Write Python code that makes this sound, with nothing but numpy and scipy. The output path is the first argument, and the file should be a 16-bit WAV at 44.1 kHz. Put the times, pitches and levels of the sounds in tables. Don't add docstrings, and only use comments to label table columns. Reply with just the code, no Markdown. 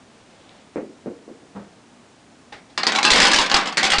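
import sys
import numpy as np
from scipy import signal
from scipy.fft import rfft, irfft
from scipy.io import wavfile
from scipy.ndimage import uniform_filter1d

SR = 44100
rng = np.random.default_rng(int(sys.argv[2]) if len(sys.argv) > 2 else 0)


def materialize(psi):
    bounded = np.clip(np.atleast_2d(psi).T, -1, 1)
    quanta = np.round(bounded * 32767).astype(np.int16)
    wavfile.write(sys.argv[1], SR, quanta)


N = 176400
TIME = np.arange(N) / SR
AGE = np.arange(SR // 2) / SR
ROOM_DELAY_S, ECHO_SPAN_S = 0.006, 0.024


def from_db(db):
    return 10 ** (np.asarray(db) / 20)


def unit(x):
    return x / np.sqrt(np.sum(x ** 2) + 1e-20)


def at_hz(points, hz):
    f, value = np.transpose(points)
    return np.interp(np.log(np.maximum(hz, 1)), np.log(f), value)


def envelope(points):
    s, db = np.transpose(points)
    return from_db(np.interp(TIME, s, db))


def dying(t60):
    return np.exp(-np.log(1000) * AGE / t60)


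def add(track, s, sound):
    i = int(s * SR)
    track[i:i + len(sound)] += sound[:N - i]


def coloured(x, spectrum, size=8192):
    gain = from_db(at_hz(spectrum, np.fft.rfftfreq(size, 1 / SR)))
    cepstrum = irfft(np.log(gain))
    cepstrum[1:size // 2] *= 2
    cepstrum[size // 2 + 1:] = 0
    response = unit(irfft(np.exp(rfft(cepstrum))))
    return signal.fftconvolve(x, response)[:len(x)]


def tilted(x, bright_db, pivot_hz=2550):
    low = signal.sosfilt(signal.butter(1, pivot_hz, fs=SR, output="sos"), x)
    return low * from_db(-bright_db / 2) + (x - low) * from_db(bright_db / 2)


def resonance(x, hz, octaves):
    band = signal.butter(2, [hz / 2 ** octaves, hz * 2 ** octaves], "band", fs=SR, output="sos")
    return unit(signal.sosfilt(band, x))


def burst(t60):
    return unit(rng.standard_normal(len(AGE)) * dying(t60))


def ring(hz, t60):
    return unit(np.sin(2 * np.pi * hz * AGE) * dying(t60))


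def struck(modes, spread):
    out = 0
    for hz, db, t60 in modes:
        strength = rng.choice([-1, 1]) * from_db(db + rng.normal(0, 3.94))
        out += strength * ring(hz * np.exp(spread * rng.normal()), t60)
    return out


# (frequency [Hz], t60 [s])
ROOM_DECAY = [(100, 0.25), (260, 0.83), (700, 0.28), (1800, 0.42), (4800, 0.11), (10000, 0.083)]


def room_tails(count=13):
    white, out = rng.standard_normal((2, count, len(AGE))), 0
    for k, low in enumerate(40 * 2 ** np.arange(9.)):
        band = signal.butter(2, [low, min(2 * low, SR / 3)], "band", fs=SR, output="sos")
        out += signal.sosfilt(band, white[k % 2]) * dying(at_hz(ROOM_DECAY, low * np.sqrt(2)))
    swell = 1 - np.exp(-(AGE / ROOM_DELAY_S) ** 2)
    return [unit(tail) for tail in out * swell]


def in_room(sound, tail, echo_db, wet_db, direct_db=0, count=10):
    echoes = np.zeros(len(AGE))
    delays = ROOM_DELAY_S + ECHO_SPAN_S * rng.random(count)
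    echoes[(delays * SR).astype(int)] = rng.normal(size=count)
    room = from_db(echo_db) * unit(echoes) + from_db(wet_db) * tail
    return from_db(direct_db) * sound + signal.fftconvolve(sound, room)[:len(sound)]


def distant_blow(tail, t60, echo_db, wet_db, build_s):
    swell = 1 - np.exp(-(AGE / build_s) ** 2)
    echoes = unit(burst(t60) * swell)
    return unit(signal.unit_impulse(len(AGE)) + from_db(echo_db) * echoes + from_db(wet_db) * tail)


# (frequency [Hz], level [dB])
HISS_SPECTRUM = [(15, -60), (25, -29.5), (102, -10), (152, -11), (245, -3.5), (348, -11.5), (394, -11),
                 (546, -14), (701, -13), (1350, -19), (2460, -23), (7220, -28.5), (10000, -34),
                 (13000, -70), (22000, -120)]


def hiss():
    return from_db(-50.5) * coloured(rng.standard_normal(N), HISS_SPECTRUM)


# (time [s], level [dB])
ROLL_LEVEL = [(0, -62), (.3, -56), (.61, -52.5), (.66, -63), (.8, -100)]
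# (frequency [Hz], level [dB])
ROLL_SPECTRUM = [(60, -6), (200, -1.5), (600, 6), (1300, -8.5), (3500, -4.5), (6000, -18.5), (10000, -37)]


def rolling():
    return envelope(ROLL_LEVEL) * coloured(rng.standard_normal(N), ROLL_SPECTRUM)


def ramp_tick(tail):
    out = np.zeros(N)
    tick = in_room(ring(hz=3700, t60=0.0024), tail, echo_db=-12, wet_db=-8)
    add(out, 0.4935, from_db(-24.5) * tick)
    return out


# (time [s], level [dB], brightness [dB])
BOUNCES = [(0.759, 8.5, 3), (1.06, 5, -5.5), (1.279, -5, -19), (1.419, -16, -13)]
# (frequency [Hz], level [dB])
BOUNCE_SPECTRUM = [(60, -27), (130, -18), (230, -1.5), (350, 1), (490, 0), (650, -10), (900, -20),
                   (1400, -25.5), (2300, -31), (3500, -48), (9000, -61)]


def carpet_bounces(tails):
    out = np.zeros(N)
    for (s, db, bright_db), tail in zip(BOUNCES, tails):
        blow = distant_blow(tail, t60=0.21, echo_db=7, wet_db=-8.5, build_s=0.0078)
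        pop = tilted(coloured(blow, BOUNCE_SPECTRUM), bright_db, pivot_hz=800)
        add(out, s, from_db(db) * unit(pop))
    return out


# (frequency [Hz], level [dB])
WALL_SPECTRUM = [(50, -9), (110, 0), (190, 1.5), (300, -1.5), (500, 0), (1100, -4.5), (1600, -12),
                 (2500, -21), (4500, -28), (9000, -47)]
# (frequency [Hz], level [dB], t60 [s])
WALL_MODES = [(201.3, 4.5, .25)]


def wall_bump(tail):
    out = np.zeros(N)
    blow = distant_blow(tail, t60=0.42, echo_db=14, wet_db=8, build_s=0.006)
    bump = unit(coloured(blow, WALL_SPECTRUM))
    boom = sum(from_db(db) * ring(hz, t60) for hz, db, t60 in WALL_MODES)
    swell = 1 - np.exp(-AGE / 0.0098)
    add(out, 1.5515, from_db(-3) * (bump + boom * swell))
    return out


# (time [s], level [dB], brightness [dB])
EDGE_KNOCKS = [(2.524, -6, -8.5), (2.697, -23, 6)]
# (frequency [Hz], level [dB])
EDGE_SPECTRUM = [(80, -9), (250, -3), (600, -4.5), (820, -0.5), (1000, -8.5), (2000, -0.5), (2800, -6),
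                 (3500, -4.5), (5500, -10.5), (9500, -23.5)]
# (frequency [Hz], level [dB], t60 [s])
EDGE_MODES = [(833, -5.5, 0.16)]


def edge_knocks(tails):
    out = np.zeros(N)
    for (s, db, bright_db), tail in zip(EDGE_KNOCKS, tails):
        blow = distant_blow(tail, t60=0.24, echo_db=14, wet_db=3.5, build_s=0.0015)
        knock = unit(tilted(coloured(blow, EDGE_SPECTRUM), bright_db))
        wood = sum(from_db(mode_db) * ring(hz, t60) for hz, mode_db, t60 in EDGE_MODES)
        add(out, s, from_db(db) * (knock + wood))
    return out


# (time [s], level [dB], main ring [Hz], ring level [dB], brightness [dB], direct sound [dB])
TOPPLES = [(2.7764, -8, 4240, -4, -5.5, -1), (2.8327, -16.5, 2110, 4, -17.5, 2),
           (2.867, -5, 4330, -4, 1, -4), (2.8674, -5, 4700, 1, -5, -0.5), (2.885, -26, 1840, 3, 9, -3),
           (2.9198, -11, 1530, -2, -1, 0.5), (2.9501, -10, 1380, 0, -6, 0),
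           (2.9591, -7, 4030, -0.5, -4, 0.5), (2.9856, -10.5, 1080, 1.5, -11, 2.5),
           (3.029, -4.5, 810, -5, 2, -1), (3.043, -7, 4100, 2, -5.5, -3),
           (3.0499, 2.5, 2660, -2, 1.5, -0.5), (3.0666, -22, 2570, -5, 3, -1),
           (3.0754, -10, 2480, -5, -8, -4), (3.1034, 1, 1970, -6, 4, 0.5),
           (3.1151, -3.5, 4180, 1.5, 6, -0.5), (3.134, 4, 3485, -5.5, 1.5, -2.5),
           (3.1586, 0, 990, -8, 3.5, -2), (3.1794, -9, 1960, -4, 2, 0), (3.2009, -1, 1710, 0, 2, 0),
           (3.2182, 2.5, 2050, -6.5, 1.5, -2), (3.2292, -1, 5140, 1.5, 1.5, -4.5),
           (3.251, -2.5, 2230, -9.5, -5, 1.5), (3.2677, -6, 1670, 0, 3, 1),
           (3.2821, -6, 1000, 2.5, 4, -3.5), (3.3151, -5, 2220, -3, 2, 0),
           (3.3331, -3.5, 1680, -2, 1.5, 0.5), (3.3433, -3.5, 2110, -6, -1, -0.5),
           (3.3606, -2.5, 1850, -9, 3, -2.5), (3.3865, -3.5, 980, -2, 0.5, -1),
           (3.3938, -5, 1020, 1, -1, -3), (3.4134, -4.5, 1520, -4.5, 2, -5.5),
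           (3.4612, -17.5, 2110, -5, 2.5, 4.5), (3.4977, -8, 1590, -1, -4, -5),
           (3.5147, -5.5, 1720, -1, -4.5, -2), (3.5418, -1.5, 4160, -2, -5, 2.5),
           (3.5656, -4.5, 1140, 2, -1.5, 0), (3.6574, -14, 2080, -2, -6, -2.5),
           (3.6717, -11.5, 3260, -5, -2, -2.5), (3.7245, -23, 1170, -1, -4, 2.5),
           (3.7706, -5.5, 2220, 0, 5, -2), (3.7785, -3, 1926, 1.5, -4, -2.5), (3.7986, -29, 1570, 4, -1, 1),
           (3.8295, -4, 2160, -0.5, 3, -2), (3.8407, -8.5, 2150, 0.5, -1, 0),
           (3.8507, -4, 2400, -3, 3.5, -4), (3.8674, -20, 2330, -5, -3, 7),
           (3.902, -6.5, 1730, 2, 9.5, -3.5), (3.9185, -3, 1950, -3, -0.5, -1.5),
           (3.9343, -6, 2030, -1.5, -9, -0.5), (3.9549, -21, 1650, -3, -5, 4),
           (3.9833, -8, 3770, -11, 8.5, -0.5)]
# (frequency [Hz], level [dB], t60 [s])
BLOCK_MODES = [(578, -7.5, 0.051), (831, -1.5, 0.069), (1073, -4.5, 0.07), (1588, -5.5, 0.057),
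               (2063, -0.5, 0.027), (2550, -4, 0.029), (3286, 0, 0.01), (4130, -6.5, 0.016),
               (4776, 1.5, 0.0091)]
# (frequency [Hz], level [dB], t60 [s])
BOARD_MODES = [(160.5, -26, 0.43), (231, -21, 0.32), (275.4, -21, 0.43), (319.4, -22.5, 0.63),
               (402, -26.5, 0.22), (507.3, -23.5, 0.25)]
# (frequency [Hz], level [dB])
CLATTER_SPECTRUM = [(60, -18.5), (120, -22), (165, -7), (300, -8), (600, -3), (1000, 0), (2200, -1),
                    (3500, 2.5), (4900, 0.5), (5800, -2), (7500, -6), (10000, -19)]


def clatter(tails, rebounds=3, rebound_s=0.04, contact_s=0.00088):
    out = np.zeros(N)
    for k, (s, db, ring_hz, ring_db, bright_db, direct_db) in enumerate(TOPPLES):
        shell = burst(t60=0.042)
        contact = from_db(-10.5) * burst(t60=0.0016)
        modes = from_db(-7) * unit(struck(BLOCK_MODES, spread=0.081))
        main_ring = from_db(ring_db - 6) * ring(ring_hz, t60=0.014)
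        blow = tilted(shell + contact + modes, bright_db) + main_ring
        blow *= 1 - np.exp(-AGE / contact_s)
        hits = signal.unit_impulse(len(AGE))
        delays = rebound_s * rng.uniform(0.1, 1, rebounds)
        hits[(delays * SR).astype(int)] = from_db(rng.normal(-23, 1, rebounds))
        block = signal.fftconvolve(blow, hits)[:len(AGE)]
        block = in_room(block, tails[k % len(tails)], echo_db=-11, wet_db=-6.5, direct_db=direct_db)
        board = struck(BOARD_MODES, spread=0.014)
        add(out, s, from_db(db + 16) * (block + board))
    return coloured(out, CLATTER_SPECTRUM)


# (time [s], level [dB])
SLIDING_LEVEL = [(2.761, -87), (2.79, -45), (2.93, -33), (3.02, -47), (3.12, -20), (3.28, -18), (3.48, -38),
                 (3.60, -22.5), (3.751, -55.5), (3.80, -26.5), (4.0, -28.5)]


def sliding(tail, contacts_per_s=500, scatter_db=6.5):
    clicks = (rng.random(N) < contacts_per_s / SR) * rng.choice([-1, 1], N)
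    clicks = clicks * from_db(scatter_db * rng.standard_normal(N))
    clicks = unit(clicks) * np.sqrt(N) * envelope(SLIDING_LEVEL)
    chatter = in_room(clicks, tail, echo_db=-10, wet_db=-4)
    return from_db(-7) * coloured(tilted(chatter, bright_db=-10), CLATTER_SPECTRUM)


# (time [s], level [dB], pitch [Hz])
CORNER_SNAPS = [(2.8330, 7, 4220), (2.8679, 6, 4800), (2.872, 8, 4670), (3.1060, 7, 4400),
                (3.2300, 6, 4600), (3.5148, 5, 4280), (3.5425, 1.5, 4530), (3.5470, 7, 4600)]


def corner_snaps(tails):
    out = np.zeros(N)
    for (s, db, hz), tail in zip(CORNER_SNAPS, tails):
        crack = signal.unit_impulse(len(AGE)) + from_db(1.5) * burst(t60=0.009)
        snap = resonance(crack + 1e-18, hz, octaves=0.1)
        add(out, s, from_db(db) * in_room(snap, tail, echo_db=-18, wet_db=-19.5))
    return out


# (time [s], level [dB], pitch [Hz])
BOARD_THUDS = [(2.868, 4.5, 320), (2.955, -8, 600), (3.045, 3, 330), (3.112, 7, 477), (3.160, 7, 493),
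               (3.182, 2.5, 180), (3.225, -4, 250), (3.390, -8, 423), (3.543, -3, 330), (3.840, -3, 520),
               (3.920, -18, 330)]


def board_thuds(tails):
    out = np.zeros(N)
    for (s, db, hz), tail in zip(BOARD_THUDS, tails):
        blow = distant_blow(tail, t60=0.25, echo_db=0, wet_db=-8, build_s=0.0035)
        add(out, s, from_db(db) * resonance(blow, hz, octaves=0.5))
    return out


# (time [s], level [dB], pitch [Hz])
HOLLOW_KNOCKS = [(2.962, -6, 1000), (2.987, -4, 1060), (3.545, 4, 1140), (3.566, 3, 1000)]


def hollow_knocks(tails):
    out = np.zeros(N)
    for (s, db, hz), tail in zip(HOLLOW_KNOCKS, tails):
        blow = distant_blow(tail, t60=0.24, echo_db=10, wet_db=-1, build_s=0.003)
        add(out, s, from_db(db) * resonance(blow, hz, octaves=0.27))
    return out


# (time [s], level [dB])
LIMITER_THUMPS = [(3.115, -21.5), (3.155, -26), (3.226, -24), (3.340, -29), (3.391, -27.5), (3.541, -22.5),
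                  (3.839, -33.5), (3.918, -30), (3.982, -20)]


def limiter_thumps(time_constant_s=0.0028):
    out, age = np.zeros(N), AGE / time_constant_s
    pulse = age ** 2 * np.exp(-age)
    for s, db in LIMITER_THUMPS:
        add(out, s, -from_db(db) * pulse / pulse.max())
    return signal.sosfilt(signal.butter(1, 3, "high", fs=SR, output="sos"), out)


def scene():
    tails = room_tails()
    floor = hiss()
    ball = rolling() + ramp_tick(tails[0])
    ball += carpet_bounces(tails) + wall_bump(tails[-1]) + edge_knocks(tails)
    blocks = clatter(tails) + sliding(tails[0]) + corner_snaps(tails)
    blocks += board_thuds(tails) + hollow_knocks(tails)
    return (floor + ball + blocks + limiter_thumps())[None]


def limiter(x, release_db_per_s=150):
    over_db = np.maximum(20 * np.log10(np.abs(x) + 1e-9), 0)
    release_db = release_db_per_s * TIME
    held_db = np.maximum.accumulate(over_db + release_db, axis=-1) - release_db
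    return x * from_db(-uniform_filter1d(held_db, size=44, axis=-1))


def record(dry):
    ceiling, cutoff_hz = 0.84, 10050
    rounded = ceiling * np.tanh(limiter(dry) / ceiling)
    return signal.sosfilt(signal.ellip(12, 0.2, 80, cutoff_hz, fs=SR, output="sos"), rounded)


dry = scene()
out = record(dry)
materialize(out)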